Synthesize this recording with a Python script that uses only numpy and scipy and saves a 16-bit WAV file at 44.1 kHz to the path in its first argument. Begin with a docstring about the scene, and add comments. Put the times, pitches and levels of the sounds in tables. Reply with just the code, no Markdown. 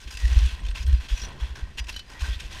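"""Crusted snow crushes underfoot in dense grains, at once and then step after step, with sharp snaps of the crust.
Climbers in crampons walk on a windy ridge, heard through a closed camera housing.
Crushes and scrapes are random grain trains, dry or filtered by resonances; snaps are noise bursts with a ring.
Metal gear clinks, knocks and pings as sums of damped modes.
Wind is coloured noise, with low thumps made by a wavering sine under bell-shaped swells."""
import sys
import numpy as np
from scipy import signal
from scipy.fft import rfft, irfft
from scipy.io import wavfile

SR = 44100
rng = np.random.default_rng(int(sys.argv[2]) if len(sys.argv) > 2 else 0)


def to_linear_factor(level_db):
    """Convert decibel levels (scalar or array-like) to linear amplitude factors."""
    exponent = np.asarray(level_db, float) / 20
    return 10 ** exponent


def wrap_up_sound(samples):
    """Save the sound to the file named by the first command line argument, as 16-bit audio."""
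    columns = np.atleast_2d(samples).T
    # keep every value between -1 and 1, then stretch to whole-number steps
    tamed = np.clip(columns, -1, 1)
    steps = np.round(tamed * 32767).astype(np.int16)
    wavfile.write(sys.argv[1], SR, steps)


N = 114660  # samples, 2.6 s

# Spectral density of the steady wind: f/Hz, relative level/dB
RUMBLE_SPECTRUM = [(12, 1), (20, -11), (43, 4), (65, -0.5), (80, -2.5), (140, -32), (180, -78), (310, -120)]
# Slow swing of the steady wind: t/s, gain/dB
GUST_SWING = [(0, -5.5), (.7, 4.5), (1.05, -1.5), (1.9, -1), (2.15, -3.5), (2.6, 0)]
RUMBLE_DB, RUMBLE_LUMPY_DB, RUMBLE_LUMP_HZ = -41, 1, 11.0  # level, rms of its drift, drift corner

# Level of the low wind and rustle: t/s, level/dB
RUSTLE_LEVEL = [(0.0, -80), (0.03, -53), (0.17, -62), (0.28, -51), (.47, -52.5), (.52, -46.5), (.56, -51),
                (1.03, -54), (1.09, -58.5), (1.14, -50), (1.17, -59), (1.27, -46), (1.4, -53),
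                (2.21, -57.5), (2.24, -51.5), (2.41, -63.5), (2.43, -50.5), (2.57, -51.5), (2.6, -80)]
# Spectral density of the low wind and rustle: f/Hz, relative level/dB
RUSTLE_SPECTRUM = [(71, -44), (120, -1), (151, -8.5), (194, -9), (242, -12), (700, -22.5), (910, -53),
                   (1540, -120)]
RUSTLE_LUMPY_DB, RUSTLE_LUMP_HZ = 2.5, 21.0

# Wind buffets: centre t/s, level/dB, f/Hz, full width at half amplitude/s
BUFFETS = [(.068, -30, 50.4, 0.018), (0.157, -25.5, 50.4, 0.012), (0.199, -30, 47.8, 0.045),
           (0.254, -10, 58.5, 0.031), (.29, -22.5, 57.4, 0.025), (0.322, -14.5, 61.9, 0.036),
           (.374, -5.5, 57, 0.02), (.399, -16.5, 45.8, 0.032), (0.432, -15, 59, 0.036),
           (0.461, -12.5, 59.7, 0.03), (0.536, -24, 53, 0.021), (.585, -34.5, 42.4, 0.021),
           (0.661, -25, 49.7, 0.05), (0.699, -19, 42.8, 0.016), (0.731, -23, 46.7, 0.012),
           (0.814, -27.5, 55, 0.026), (0.855, -19, 57.4, 0.011), (.89, -16, 73.2, 0.044),
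           (.915, -18, 66.9, 0.058), (0.943, -10.5, 57, 0.04), (0.989, -20.5, 62, 0.02),
           (1.133, -13, 40.6, 0.027), (1.186, -23.5, 48.3, 0.022), (1.232, -33.5, 50.7, 0.04),
           (1.441, -18, 59.9, 0.027), (1.516, -29, 63.2, 0.04), (1.635, -24, 57.7, 0.024),
           (1.814, -23, 57.7, 0.023), (1.865, -32.5, 51.74, 0.038), (1.948, -32, 44.96, 0.064),
           (2.233, -16.5, 60.05, 0.018), (2.258, -31.5, 67.5, 0.033), (2.299, -22, 63, 0.023),
           (2.321, -22.5, 50, 0.025), (2.369, -24.5, 55.4, 0.014), (2.455, -27, 48.3, 0.022)]
BUFFET_ROUGHNESS, BUFFET_CUT_HZ = 0.26, 98  # noise rms beside a sine of height 1; low-pass edge

# Metal gear knocking: t/s, level/dB
CLINKS = [(1.926, -42.5), (1.942, -44), (1.9632, -32), (1.975, -43.5), (1.994, -38)]
# Modes of the gear: f/Hz, relative level/dB, decay by 60 dB/s
GEAR_MODES = [(1600, -6, .025), (2555, -14, .04), (3012, 0, .095), (3965, -1, .03), (4360, -5, .08),
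              (5705, -10, .11), (6590, -13, .03), (8480, -11, .018), (11290, -12, .018)]
GEAR_SCATTER_DB = 1.5
CHATTER_S, CHATTER_PER_S = 0.005, 500  # decay by 1/e, mean rate of the contacts

# Knocks of a metal tube: t/s, level/dB
TUBE_KNOCKS = [(.945, -49), (1.786, -43), (1.843, -54), (1.93, -46), (1.965, -48), (2.06, -54), (2.08, -58),
               (2.125, -54), (2.23, -47), (2.29, -48)]
TUBE_HZ, TUBE_T60_S = 4900, 0.17

# Pings of a small metal ring: t/s, level/dB, f/Hz, level of the upper mode/dB
PINGS = [(0.6037, -52, 8320, -75.5), (0.705, -47.5, 8320, -69), (0.8617, -49, 8390, -57),
         (0.8779, -48, 8660, -48), (1.2854, -50, 8560, -73)]
PING_RATIO, PING_T60_S = 1.365, 0.038  # upper to lower frequency; decay of the lower mode

# Crampon points scraping: start t/s, end t/s, first f/Hz, last f/Hz, level/dB
SCRAPES = [(2.15, 2.229, 1290, 3370, -49.5), (2.27, 2.362, 2870, 3750, -42)]
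SCRAPE_WIDTH_HZ, SCRAPE_GRAINS_PER_S = 480, 1100

# Crust crushing under a boot: start t/s, rise/s, hold/s, fall/s, level/dB,
# treble gain/dB, low gain/dB, favoured f/Hz, gain there/dB
CRUSHES = [(0, 0.0013, 0.043, 0.11, -54.5, 3.5, -10, 1570, 8),
           (0.066, 0.0086, 0.02, 0.055, -48.5, -3, -6, 3000, 8),
           (0.099, 0.0076, 0.033, 0.092, -47.5, 4.5, 3.5, 1560, 6.5),
           (0.146, 0.045, 0.11, 0.034, -46, 1.5, 4.5, 1910, 14.5),
           (0.257, 0.054, 0.088, 0.27, -41, -3, 6, 1910, -7),
           (0.388, 0.043, 0.079, 0.19, -44, -1.5, -2, 3200, 14),
           (0.476, 0.034, 0.068, 0.26, -56, -22, 7.5, 1030, 11),
           (0.616, 0.022, 0.087, 0.04, -57.5, 2, 8.5, 4200, 8),
           (0.738, 0.014, 0.03, 0.096, -44, -0.5, 7, 2790, 8.5),
           (0.79, 0.016, 0.033, 0.035, -52.5, 4.5, 2, 4890, 6),
           (0.858, 0.012, 0.11, 0.047, -46.5, -7, -1.5, 2620, -4),
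           (0.992, 0.0099, 0.064, 0.047, -49, -1.5, 8, 8380, 0),
           (1.081, 0.0051, 0.029, 0.32, -44, -0.5, 2.5, 3180, 16),
           (1.115, 0.056, 0.082, 0.039, -46.5, -1, 3, 5770, 15.5),
           (1.208, 0.028, 0.042, 0.37, -51.5, -8, 15, 1030, 4),
           (1.367, 0.034, 0.068, 0.18, -49.5, -3, 11, 3300, 13.5),
           (1.546, 0.01, 0.039, 0.12, -50, -0.5, 13, 1600, 10.5),
           (1.618, 0.01, 0.089, 0.036, -66.5, -21, 20.5, 1870, 29),
           (1.771, 0.003, 0.0057, 0.0085, -41.5, -9.5, -7, 8460, 15),
           (1.772, 0.0095, 0.018, 0.0098, -35, -2.5, -8, 2980, 5),
           (1.869, 0.017, 0.012, 0.044, -42, 3, 8, 2750, -1),
           (1.797, 0.0044, 0.022, 0.1, -59.5, -1, 18.5, 1900, 22),
           (1.895, 0.018, 0.094, 0.0098, -52.5, -0.5, -4, 4300, 7.5),
           (2.041, 0.061, 0.03, 0.03, -54.5, 3.5, 16.5, 1030, 1),
           (2.101, 0.034, 0.046, .04, -57.5, 3, 18.5, 1840, 25),
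           (2.183, 0.025, 0.015, 0.016, -41.5, 1, 6.5, 2510, 2),
           (2.217, 0.016, 0.059, 0.046, -43, 0, 7.5, 1559, 10),
           (2.254, 0.038, 0.053, 0.093, -46.5, -2.5, -15, 1887, 12),
           (2.398, 0.0024, 0.0046, 0.018, -35.5, -3.5, -20, 3380, -1),
           (2.347, 0.044, 0.071, 0.14, -50.5, 1, 7, 2700, 5.5),
           (2.463, 0.052, 0.12, 0.074, -45.5, -1, 7, 2620, -1)]
CRUSH_RANGE_DB = 28.5  # gained over the rise, lost over the fall
FAVOURED_OCTAVES = 0.13  # standard deviation of the favoured region
CLUMP_DB, CLUMP_HZ = 0.7, 100  # rms of each of two drifts, and their corner
GRAINS_PER_S, GRAIN_SPREAD_DB = 6000, 2.4
HISS_DB, HISS_LOW_DB, HISS_TREBLE_DB = -60.5, 11.5, 0  # far crunch and clothing; gains of its parts

# Spectral density of the dry grains: f/Hz, relative level/dB
CRUST_SPECTRUM = [(290, -10), (500, -13.5), (1030, -6.5), (1190, -10.5), (1880, 1), (2110, -1.5), (3290, 3),
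                  (4560, -4.5), (5570, -5.5), (15100, -24.5)]
# Resonances that the grains ring in: f/Hz, bandwidth/Hz, relative level/dB
RESONANCES = [(1030, 100, -16), (1560, 51, -8), (1906, 29, -16), (2297, 41, -16), (2620, 145, -4),
              (3030, 146, -20.5), (3380, 61, -15), (3920, 240, -17.5), (4170, 240, -8), (4913, 59, -10.5),
              (5470, 110, -12.5), (5870, 37, -13.5), (6600, 420, -11.5), (8380, 210, -16),
              (10760, 350, -20.5)]
RINGING_DB, RINGING_PER_S = -3, 450  # common gain of the resonances; grain rate in each

# Snaps of the crust: t/s, level/dB, treble gain/dB, ring f/Hz, ring relative to the level/dB
SNAPS = [(0.076, -28, -2, 3130, -14), (0.1074, -37, 9, 1560, -6), (0.15, -31, 7.5, 2720, -6.5),
         (0.171, -22, 6, 2620, -12), (0.1994, -25.5, 4, 1980, -20), (0.2529, -26.5, 4, 1840, -6),
         (0.2778, -27.5, 5, 1940, -11), (0.3281, -32, 9, 1880, -7), (0.3865, -26, 8.5, 1540, -21),
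         (0.459, -27.5, 7.5, 2730, -16), (0.5925, -37, -7, 1920, -6), (0.65, -27.5, -3, 3100, -11.5),
         (0.6648, -28, 0, 2550, -17), (0.6846, -26.5, 0.5, 3540, -12.5), (0.711, -26, -7, 1550, -23),
         (0.8278, -33.5, 7, 3250, -12), (0.8648, -29.5, 5.5, 3280, -15), (0.8806, -31, -7, 1910, -17),
         (0.8944, -27, -4, 1850, -18), (0.9267, -26, -1, 1710, -14.5), (1.007, -29.5, -4, 3300, -17),
         (1.0856, -31, -8, 3150, -10), (1.1757, -30, 4, 2546, -6.5), (1.217, -28, 3, 5600, -4),
         (1.2358, -28, -9, 4120, -9.5), (1.4079, -37, 6, 3380, -4), (1.5551, -31.5, 5, 1650, -10),
         (1.7825, -23.5, 2, 2770, -7), (1.7905, -25.5, -7, 2877, -5.5), (1.8413, -37.5, 9, 3590, -14),
         (1.869, -28.5, 1, 2650, -13), (1.8912, -25, 2, 2720, -3.5), (1.9255, -32, 3, 2995, -16),
         (1.9424, -31, 1, 2960, -8), (1.9636, -28, 5, 3050, -10), (1.992, -26, 3, 3920, -15),
         (2.0994, -40, 10, 3900, -17), (2.1927, -32.5, 5, 2390, -10), (2.3329, -30.5, -5, 3400, -6.5),
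         (2.3996, -30, -4, 3500, -21), (2.527, -28.5, 4, 2590, -15)]
SNAP_CREST_DB = 9.5  # allowance for peak over rms
SNAP_ATTACK_S, SNAP_T60_S, SNAP_RING_T60_S = 0.0014, 0.019, 0.051
LOW_HZ, TREBLE_HZ, TOP_HZ = 1460, 4200, 9700  # edges of the spectral parts
SNAP_TOP_DB = -4  # gain of the snaps above TOP_HZ


def rms_one(x):
    """Normalisation: scale to unit root mean square."""
    return x / np.sqrt(np.mean(x ** 2) + 1e-20)


def drift(corner_hz):
    """Low-pass random process: white noise through two equal real poles, rms 1."""
    pole = np.exp(-2 * np.pi * corner_hz / SR)
    noise = rng.standard_normal(N + SR)
    settled = signal.lfilter([1], [1, -2 * pole, pole * pole], noise)[SR:]
    return rms_one(settled)


def colour(x, spectrum):
    """Linear filtering in frequency: weight each component by a table of f/Hz and level/dB, rms 1."""
    hz, db = np.transpose(spectrum)
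    f = np.maximum(np.arange(N // 2 + 1) * SR / N, 1)
    gain = to_linear_factor(np.interp(np.log(f), np.log(hz), db))
    return rms_one(irfft(rfft(x) * gain, N))


def butter_filter(x, order, edge_hz, kind="low"):
    """Zero-phase filtering: a Butterworth filter run forwards and backwards."""
    return signal.sosfiltfilt(signal.butter(order, edge_hz, kind, fs=SR, output="sos"), x)


def click_at(s):
    """Unit impulse at one instant in seconds."""
    return 1.0 * (np.arange(N) == int(s * SR))


def ring(clicks, hz, t60):
    """Damped oscillator: a unit impulse starts a decaying sine of initial height 1."""
    r, w = to_linear_factor(-60 / (t60 * SR)), 2 * np.pi * hz / SR
    return signal.lfilter([0, np.sin(w)], [1, -2 * r * np.cos(w), r * r], clicks + 1e-18)


def grains(rate):
    """Random impulse train: independent clicks of uneven size and sign, rms 1."""
    size_db = GRAIN_SPREAD_DB * np.minimum(rng.exponential(1, N), 5)
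    sizes = to_linear_factor(size_db) * rng.choice([-1, 1], N)
    return rms_one(sizes * (rng.random(N) < rate / SR))


def chatter(clicks):
    """Repeated contact: each impulse becomes a short dying run of small ones with the same energy."""
    t = np.arange(int(3 * CHATTER_S * SR)) / SR
    out = np.zeros(N + len(t))
    for i in np.flatnonzero(clicks):
        touches = rng.random(len(t)) < CHATTER_PER_S / SR
        run = np.exp(-t / CHATTER_S) * rng.standard_normal(len(t)) * touches
        run[0] = 2  # the first contact
        out[i:i + len(t)] += clicks[i] * run / np.sqrt(np.sum(run ** 2))
    return out[:N]


def wind_rumble():
    """Amplitude-modulated noise: coloured low noise follows the gusts and a faster random drift."""
    t = np.arange(N) / SR
    gust_db = np.interp(t, *np.transpose(GUST_SWING))
    level_db = RUMBLE_DB + gust_db + RUMBLE_LUMPY_DB * drift(RUMBLE_LUMP_HZ)
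    return colour(rng.standard_normal(N), RUMBLE_SPECTRUM) * to_linear_factor(level_db)


def wind_rustle():
    """Amplitude-modulated noise: a band of coloured noise follows a level curve and a random drift."""
    t = np.arange(N) / SR
    level_db = np.interp(t, *np.transpose(RUSTLE_LEVEL)) + RUSTLE_LUMPY_DB * drift(RUSTLE_LUMP_HZ)
    return colour(rng.standard_normal(N), RUSTLE_SPECTRUM) * to_linear_factor(level_db)


def wind_buffets():
    """Frequency and amplitude modulation: one wavering sine, roughened by noise, swells at each buffet."""
    t = np.arange(N) / SR
    centres, levels_db, pitches, widths = np.transpose(BUFFETS)
    power = sum(to_linear_factor(2 * db) * np.exp(-4 * np.log(4) * ((t - centre) / width) ** 2)
                for centre, db, width in zip(centres, levels_db, widths))
    cycles = np.cumsum(np.interp(t, centres, pitches)) / SR
    swing = np.sin(2 * np.pi * (cycles + rng.random()))
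    band = signal.butter(2, [20, 90], "band", fs=SR, output="sos")
    rough = rms_one(signal.sosfilt(band, rng.standard_normal(N)))
    thumps = np.sqrt(power) * (swing + BUFFET_ROUGHNESS * rough)
    return butter_filter(thumps, 7, BUFFET_CUT_HZ)


def gear_clinks():
    """Modal synthesis: each knock excites every mode of the gear with a strength of its own."""
    times, levels_db = np.transpose(CLINKS)
    out = np.zeros(N)
    scatter_db = GEAR_SCATTER_DB * rng.standard_normal((len(GEAR_MODES), len(times)))
    for (hz, mode_db, t60), own_db in zip(GEAR_MODES, scatter_db):
        clicks = np.zeros(N)
        clicks[(times * SR).astype(int)] = to_linear_factor(levels_db + mode_db + own_db)
        out += ring(chatter(clicks), hz, t60)
    return out


def tube_knocks():
    """Single-mode resonance: chattering knocks set one lightly damped mode ringing."""
    clicks = np.zeros(N)
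    for s, db in TUBE_KNOCKS:
        clicks[int(s * SR)] = to_linear_factor(db)
    return ring(chatter(clicks), TUBE_HZ, TUBE_T60_S)


def ring_pings():
    """Inharmonic modes: each impulse excites two modes, the upper one dying sooner."""
    out = np.zeros(N)
    for s, db, hz, upper_db in PINGS:
        click = click_at(s)
        out += to_linear_factor(db) * ring(click, hz, PING_T60_S)
        out += to_linear_factor(upper_db) * ring(click, PING_RATIO * hz, PING_T60_S / PING_RATIO)
    return out


def scrapes():
    """Time-varying resonance: grains ring in a mode that climbs through each stroke."""
    t, out = np.arange(N) / SR, np.zeros(N)
    pole = np.exp(-np.pi * SCRAPE_WIDTH_HZ / SR)
    for start, end, from_hz, to_hz, db in SCRAPES:
        part = np.clip((t - start) / (end - start), 0, 1)
        phase = 2 * np.pi * np.cumsum(from_hz + (to_hz - from_hz) * part) / SR
        # shift the moving resonance to 0 Hz, filter there, and shift back
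        shifted = grains(SCRAPE_GRAINS_PER_S) * np.exp(-1j * phase)
        swing = signal.lfilter([1], [1, -pole], shifted) * np.exp(1j * phase)
        swell = np.sin(np.pi * part ** 2) ** 0.5
        out += to_linear_factor(db) * swell * rms_one(swing.imag) * (part < 1)
    return out


def crush_powers():
    """Energy envelope: each crush rises, holds and falls along straight lines in dB."""
    t = np.arange(N) / SR
    knots_db = np.array([-1, 0, 0, -1, -4]) * CRUSH_RANGE_DB
    powers = []
    for start, rise, hold, fall in np.array(CRUSHES)[:, :4]:
        knots_s = np.cumsum([start, rise, hold, fall, fall])
        powers.append(to_linear_factor(2 * np.interp(t, knots_s, knots_db, left=-99)))
    return np.array(powers)


def snap_envelopes():
    """Exponential relaxation: each snap builds up and dies; row 0 without, row 1 with its treble gain."""
    clicks = np.zeros((2, N))
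    for s, db, treble_db, _, _ in SNAPS:
        clicks[:, int(s * SR)] = to_linear_factor(db - SNAP_CREST_DB + np.array([0, treble_db]))
    soft = np.exp(-1 / (SNAP_ATTACK_S * SR))
    attack = signal.lfilter([1 - soft], [1, -soft], clicks + 1e-18)
    return signal.lfilter([1], [1, -to_linear_factor(-60 / (SNAP_T60_S * SR))], attack)


def snap_rings():
    """Impulse response: each snap also sets off one damped sine."""
    return sum(to_linear_factor(db + ring_db) * ring(click_at(s), hz, SNAP_RING_T60_S)
               for s, db, _, hz, ring_db in SNAPS)


def footsteps():
    """Source and filter: crushes and snaps set the level of grains, heard dry and through resonances."""
    db, treble_db, low_db, favoured_hz, lift_db = np.transpose(CRUSHES)[4:]
    powers, snaps = crush_powers(), snap_envelopes()
    shared_clumps = drift(CLUMP_HZ)

    def level(hz):
        """Addition of powers: crushes, hiss and snaps at one frequency give an amplitude in time."""
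        is_low, is_treble = hz < LOW_HZ, hz > TREBLE_HZ
        octaves = np.log2(hz / favoured_hz)
        lift = lift_db * np.exp(-0.5 * (octaves / FAVOURED_OCTAVES) ** 2)
        crush_db = db + is_low * low_db + is_treble * treble_db + lift
        hiss_db = HISS_DB + is_low * HISS_LOW_DB + is_treble * HISS_TREBLE_DB
        clump_power = to_linear_factor(2 * CLUMP_DB * (shared_clumps + drift(CLUMP_HZ)))
        snap = to_linear_factor(SNAP_TOP_DB * (hz > TOP_HZ)) * snaps[int(is_treble)]
        return np.sqrt((to_linear_factor(2 * crush_db) @ powers + to_linear_factor(2 * hiss_db)) * clump_power + snap ** 2)

    dry_grains = colour(grains(GRAINS_PER_S), CRUST_SPECTRUM)
    low = butter_filter(dry_grains, 2, LOW_HZ)
    treble = butter_filter(dry_grains, 2, TREBLE_HZ, "high")
    top = butter_filter(dry_grains, 2, TOP_HZ, "high")
    out = snap_rings()
    out += level(LOW_HZ / 2) * low
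    out += level(np.sqrt(LOW_HZ * TREBLE_HZ)) * (dry_grains - low - treble)
    out += level(TOP_HZ - 1) * (treble - top)
    out += level(TOP_HZ + 1) * top
    for hz, width, mode_db in RESONANCES:
        t60 = np.log(1000) / (np.pi * width)
        evened = np.sqrt(4 * np.pi * width / SR)  # equal rms at any bandwidth
        out += to_linear_factor(RINGING_DB + mode_db) * evened * ring(level(hz) * grains(RINGING_PER_S), hz, t60)
    return out


def scene():
    """Superposition: the pressures of all sources add in one channel."""
    wind = wind_rumble() + wind_rustle() + wind_buffets()
    gear = gear_clinks() + tube_knocks() + ring_pings()
    return (wind + gear + scrapes() + footsteps())[None]


def top_cut(x):
    """Nothing passes above the cut-off."""
    return signal.sosfilt(signal.butter(12, 15260, fs=SR, output="sos"), x)


def record(dry):
    """Transmission: the finished mix passes on at unchanged gain to the last stage."""
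    return top_cut(dry)


dry = scene()
out = record(dry)
wrap_up_sound(out)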